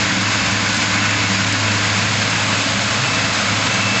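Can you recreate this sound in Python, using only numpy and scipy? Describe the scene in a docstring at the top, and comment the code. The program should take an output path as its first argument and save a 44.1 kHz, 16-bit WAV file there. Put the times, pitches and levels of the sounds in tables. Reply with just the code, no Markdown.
"""Excavator at a woodland edge

A tracked excavator with a cutting head swings round, its six-cylinder diesel held at high revs.
The exhaust drones and throbs under the clatter of the engine and the roar of fan and cutting head.
The hydraulic pump whines, and a thin whistle surges, most at the end. Steel and debris rattle, and
brush cracks now and then. The sound is mono, with a row of narrow dips above the bass."""
import sys
import numpy as np
from scipy import signal
from scipy.fft import rfft, irfft
from scipy.io import wavfile

SR = 44100
rng = np.random.default_rng(int(sys.argv[2]) if len(sys.argv) > 2 else 0)


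def wav_record(signal):
    """Record a signal, one row per channel, as 16-bit PCM in the file named by sys.argv[1]."""
    frames = np.transpose(np.atleast_2d(signal))
    bounded = np.clip(frames, -1, 1)
    # unit amplitude maps onto the largest positive 16-bit level
    quanta = np.round(bounded * 32767).astype(np.int16)
    wavfile.write(sys.argv[1], SR, quanta)


N = 176400
T = np.arange(N) / SR
CYLINDERS, CUTOFF_HZ = 6, 8200

# How fast the engine fires: (time [s], firing rate [Hz])
FIRING_RATE = [(0, 104.9), (1.1, 104.1), (1.8, 103.6), (2.3, 105.2), (2.9, 106), (3.3, 105.9), (4, 105.4)]
# Rise and fall of the main exhaust tone: (time [s], relative level [dB])
DRONE_LEVEL = [(0.03, -26.5), (0.11, -33.5), (0.26, -26), (0.47, -30), (0.56, -25), (0.81, -30.5),
               (0.97, -25), (1.02, -26), (1.78, -23.5), (2.88, -29.5), (2.98, -28), (3.04, -32),
               (3.28, -27), (3.42, -36), (3.53, -23.5), (3.68, -32), (3.84, -26.5), (3.97, -29.5)]
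# Weaker engine tones, mostly from unequal cylinders:
# (multiple of the engine cycle rate, relative level before the swing [dB], after it [dB])
SIDE_TONES = [(4.46, -17, -20.5), (7.03, -12.5, -7), (9, -13, -10), (9.97, -15, -15.5), (11, -9, -8),
              (11.27, -11, -9.5), (11.94, -9.5, -10.5), (13.19, -13, -15.5), (15.01, -12, -11),
              (18.22, -17, -20), (27.46, -18.5, -17.5), (30.38, -22.5, -19.5), (31.4, -22.5, -16),
              (36.96, -15.5, -14.5)]
# Tone of the dull exhaust rumble: (frequency [Hz], relative level [dB])
RUMBLE_SPECTRUM = [(10, -37), (25, -23), (45, -18.5), (80, -9.5), (125, -9.5), (145, -11.5), (170, -4.5),
                   (200, -1), (240, -5.5), (295, -8.5), (345, -22), (600, -48)]
# Ups and downs that the exhaust growl partly follows: (time [s], relative level [dB])
GROWL_SHAPE = [(0, -28), (.4, -26), (.83, -29), (1.1, -25.5), (1.6, -28.5), (2.1, -27.5), (2.7, -28),
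               (3.1, -29), (3.4, -29.5), (3.7, -26.5), (4, -29.5)]
# Loudness of the engine clatter: (time [s], level [dB])
CLATTER_LOUDNESS = [(0, -24), (.07, -23.5), (.36, -29), (.43, -26.5), (.6, -27), (.68, -25), (.8, -27.5),
                    (1.03, -24.5), (1.14, -24), (1.2, -29.5), (1.4, -26), (1.65, -26), (2.35, -27.5),
                    (2.58, -32), (2.78, -26.5), (2.9, -28.5), (3.25, -26.5), (3.36, -27.5), (3.5, -23.5),
                    (3.6, -28), (3.75, -28), (4, -32)]
# Tone of the rattling engine block: (frequency [Hz], relative level [dB])
CLATTER_SPECTRUM = [(500, -30.5), (1000, -4.5), (1550, 4.5), (2300, -0.5), (2650, 1), (3100, -8),
                    (6000, -37.5)]
# Tone of fan and cutting head: (frequency [Hz], relative level before the swing [dB], after it [dB])
ROAR_SPECTRUM = [(250, -17.5, -18), (360, -9.5, -9.5), (425, -6.5, -6.5), (524, -4, -2.5), (724, -4, -3),
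                 (860, -2.5, -4.5), (1100, 0, 0), (1350, -3, -0.5), (1580, 0.5, -0.5), (1850, -4, -3),
                 (2180, 0.5, -1), (2530, -1, -1), (2900, -4, -4), (3500, -3.5, -3), (4060, -4.5, -4.5),
                 (4940, -4.5, -5), (5430, -7, -7.5), (5830, -11, -11), (6200, -7.5, -7), (6770, -5, -7),
                 (7710, -12.5, -11), (8250, -43.5, -28.5)]
# Tones of the hydraulic pump: (multiple of its base pitch, level before the swing [dB], after it [dB])
PUMP_TONES = [(1, -34, -38.5), (5, -33.5, -47.5), (6, -39, -44.5)]
# Faint whines: (pitch [Hz], width [Hz], level before the swing [dB], after it [dB])
FAINT_WHINES = [(1010, 12, -39, -39), (858, 37, -46, -38.5), (656.4, 40, -47.5, -39), (2040, 25, -39, -41),
                (2196, 15, -38.5, -49.5), (2224, 20, -45.5, -42), (2540, 8.6, -46, -42.5),
                (2956, 8.8, -44.5, -44)]
# Surges of the hydraulic whistle: (start [s], length before fading [s], relative level [dB])
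WHISTLE_SURGES = [(.33, .2, -35.5), (1.0, .29, -31.5), (1.64, .07, -31), (2.32, .08, -30.5),
                  (2.48, .2, -34.5), (3.02, .06, -28.5), (3.08, .2, -31.5), (3.67, .17, -29),
                  (3.8, .25, -25)]
# Dull throbs of the exhaust and the steel body: (middle [s], length [s], level [dB], pitch [Hz])
THROBS = [(.204, .05, -24.5, 195), (.482, .05, -23.5, 193), (1.031, .05, -24, 203),
          (1.407, .04, -24.5, 203), (1.475, .04, -26, 198), (1.725, .06, -24, 200), (2.17, .06, -28.5, 128),
          (2.335, .05, -27.5, 195), (2.406, .05, -27, 199), (2.65, .2, -31.5, 278), (3.02, .12, -25, 130),
          (3.511, .05, -26, 194), (3.975, .05, -25, 197)]
# Cracks of breaking brush: (time [s], level [dB], pitch [Hz])
BRUSH_CRACKS = [(.212, -20.5, 5200), (.511, -20, 5500), (.688, -23, 4500), (.728, -20, 3000),
                (.745, -16, 3800), (.767, -19.5, 4800), (.826, -21, 6000), (1.486, -22, 6000),
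                (1.524, -18.5, 4800), (2.3, -22.5, 5500), (3.741, -18, 1200)]


def from_db(db):
    """Turn decibels into a number to multiply a sound by."""
    return 10 ** (np.asarray(db) / 20)


def rms_one(x):
    """Scale a signal so that its average strength (rms) is 1."""
    return x / np.sqrt(np.mean(x ** 2) + 1e-20)


def in_time(rows):
    """Join (time, value) points with straight lines, one value per sample."""
    return np.interp(T, *np.transpose(rows))


def drift(rate_hz):
    """A smooth random wobble of strength 1; a higher rate wobbles faster."""
    step, warm_up = 40, 2000  # one value per 40 samples; the first 2000 values are dropped
    r = np.exp(-2 * np.pi * step * rate_hz / SR)
    noise = rng.standard_normal(N // step + warm_up + 2)
    slow = signal.lfilter([1], [1, -2 * r, r * r], noise)[warm_up:]
    return np.interp(np.arange(N) / step, np.arange(len(slow)), rms_one(slow))


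def coloured(x, hz, db):
    """Make each frequency louder or softer along a curve; the result has strength 1."""
    f = np.maximum(np.arange(N // 2 + 1) * SR / N, 1)
    gain = from_db(np.interp(np.log(f), np.log(hz), db)) * (f < CUTOFF_HZ + 500)
    return rms_one(irfft(rfft(x) * gain, N))


def resonate(x, hz, width_hz):
    """Make a signal ring at one pitch; a narrower width rings longer."""
    r = np.exp(-np.pi * width_hz / SR)
    feedback = [1, -2 * r * np.cos(2 * np.pi * hz / SR), r * r]
    return signal.lfilter(np.array([1, 0, -1]) * (1 - r * r) / 2, feedback, x + 1e-18)


def wavering(phase, waver, rate_hz):
    """A tone of strength 1 whose loudness and timing wander."""
    return rms_one((1 + waver * drift(rate_hz)) * np.sin(phase) + waver * drift(rate_hz) * np.cos(phase))


def narrow_noise(hz, width_hz):
    """Noise of strength 1, so close to one pitch that it sounds like an unsteady whine."""
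    phase = 2 * np.pi * hz * T
    return rms_one(drift(width_hz) * np.sin(phase) + drift(width_hz) * np.cos(phase))


def exhaust(cycle, swing):
    """The firings make a drone, plus a growl of weaker tones and puffing rumble."""
    firing = CYLINDERS * cycle
    drone = from_db(in_time(DRONE_LEVEL) - 0.5) * wavering(firing, waver=0.098, rate_hz=11)
    tones = np.zeros(N)
    for multiple, before, after in SIDE_TONES:
        tone = wavering(multiple * cycle + 2 * np.pi * rng.random(), waver=0.55, rate_hz=5.8)
        tones += from_db(-27 + before + (after - before) * swing) * tone
    puffs = rng.standard_normal(N) * (1 + .5 * np.sin(firing))
    rumble = from_db(-30.5) * coloured(puffs, *np.transpose(RUMBLE_SPECTRUM))
    shape = in_time(GROWL_SHAPE)
    return drone + (tones + rumble) * from_db(0.61 * (shape - shape.mean()))


def clatter(cycle, spread_db=3.5, knock_depth=0.17, churn_db=2):
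    """Each cylinder knocks with a strength of its own and sets the engine block rattling."""
    firings = CYLINDERS * cycle / (2 * np.pi)
    strengths = from_db(spread_db * rng.standard_normal(CYLINDERS))
    knock = strengths[firings.astype(int) % CYLINDERS] * np.exp(-3 * (firings % 1))
    noise = rng.standard_normal(N) * (1 + knock_depth * rms_one(knock - knock.mean()))
    level = from_db(in_time(CLATTER_LOUDNESS) + churn_db * drift(rate_hz=25))
    return level * coloured(noise, *np.transpose(CLATTER_SPECTRUM))


def roar(swing, rise_db=0.49, flutter_db=0.67):
    """The fan and cutting head make a broad rush whose tone shifts as the machine turns."""
    rush = rng.standard_normal(N)
    hz, before, after = np.transpose(ROAR_SPECTRUM)
    sound = (1 - swing) * coloured(rush, hz, before) + swing * coloured(rush, hz, after)
    return sound * from_db(-19.5 + rise_db * swing + flutter_db * drift(rate_hz=25))


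def hydraulics(cycle, swing, pulses_per_cycle=17):
    """The pump's tones follow the engine speed, while faint whines hold their pitch."""
    sound = np.zeros(N)
    for multiple, before, after in PUMP_TONES:
        tone = wavering(multiple * pulses_per_cycle * cycle, waver=0.2, rate_hz=8)
        sound += from_db(before + (after - before) * swing) * tone
    for hz, width_hz, before, after in FAINT_WHINES:
        sound += from_db(before + (after - before) * swing) * narrow_noise(hz, width_hz)
    return sound


def whistle(attack_s=.03, release_s=.04, rest_db=-45, wander_hz=3.5, flicker_db=.8):
    """A thin hydraulic whistle stays faint between surges and is strongest at the end."""
    surges = []
    for start, length, db in WHISTLE_SURGES:
        corners = [start, start + attack_s, start + length, start + length + release_s]
        surges.append(from_db(db - 1.5) * np.interp(T, corners, [0, 1, 1, 0]))
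    level = from_db(rest_db) + np.max(surges, axis=0)
    pitch_hz = 2645 + wander_hz * drift(rate_hz=30)
    phase = 2 * np.pi * np.cumsum(pitch_hz) / SR
    return level * rms_one(from_db(flicker_db * drift(rate_hz=40)) * np.sin(phase))


def rattle(knocks_per_s=120):
    """Steel and debris knock at random, each small knock ringing very briefly."""
    sizes = from_db(4.1 * np.minimum(rng.exponential(1, N), 3.5)) * rng.choice([-1, 1], N)
    clicks = sizes * (rng.random(N) < knocks_per_s / SR)
    pitches_hz = np.geomspace(1000, 5000, 14)
    chosen = rng.integers(0, len(pitches_hz), N)  # each click gets one of the pitches
    rings = sum(resonate(clicks * (chosen == k), hz, width_hz=hz / 10) / np.sqrt(hz)
                for k, hz in enumerate(pitches_hz))
    return from_db(-37.5) * rms_one(rings)


def throbs():
    """Short, low throbs of exhaust and steel body swell out of the growl and sink back."""
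    sound = np.zeros(N)
    for middle, length, db, hz in THROBS:
        swell = np.exp(-(2 * (T - middle) / length) ** 2)
        tone = np.sqrt(2) * np.sin(2 * np.pi * (hz * T + rng.random()))
        sound += from_db(db) * swell * tone
    return sound


def brush(decay_s=.007):
    """Brush splinters: each crack is a burst of noise that dies away fast."""
    sound = np.zeros(N)
    for start, db, hz in BRUSH_CRACKS:
        burst = (T >= start) * np.exp(-np.abs(T - start) / decay_s)
        sound += from_db(db) * burst * rms_one(resonate(rng.standard_normal(N), hz, width_hz=3000))
    return sound


def late_whine(start_s=3.05, rise_s=.15, hz=2220):
    """A whine, lower than the whistle, fades in after the swing."""
    fade_in = np.clip((T - start_s) / rise_s, 0, 1)
    return from_db(-37.5) * fade_in * wavering(2 * np.pi * hz * T, waver=.25, rate_hz=20)


def scene(swing_start_s=1.44, swing_end_s=2.49):
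    """Add up the whole machine, the same in both channels."""
    # This angle goes once round while every cylinder fires once.
    cycle = 2 * np.pi * np.cumsum(in_time(FIRING_RATE)) / CYLINDERS / SR
    swing = np.interp(T, [swing_start_s, swing_end_s], [0, 1])  # 0 before the turn, 1 after it
    machine = exhaust(cycle, swing) + clatter(cycle) + roar(swing) + hydraulics(cycle, swing)
    machine += whistle() + rattle() + throbs() + brush() + late_whine()
    return np.array([machine, machine])


def record(dry, spacing_hz=300, feedback=0.84, notch_depth=0.72):
    """The sound has narrow, evenly spaced dips above the bass and no treble above about 8 kHz."""
    f = np.arange(N // 2 + 1) * SR / N
    delay = np.exp(-2j * np.pi * f / spacing_hz)
    comb = (1 - feedback) / 2 * (1 + delay) / (1 - feedback * delay)  # a peak for each notch
    depth = notch_depth * np.interp(f, [500, 1200], [0, 1])
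    notched = irfft(rfft(dry) * (1 - depth * comb), N)
    treble_cut = signal.ellip(10, .3, 80, CUTOFF_HZ, fs=SR, output="sos")
    return signal.sosfilt(treble_cut, notched)


dry = scene()
out = record(dry)
wav_record(out)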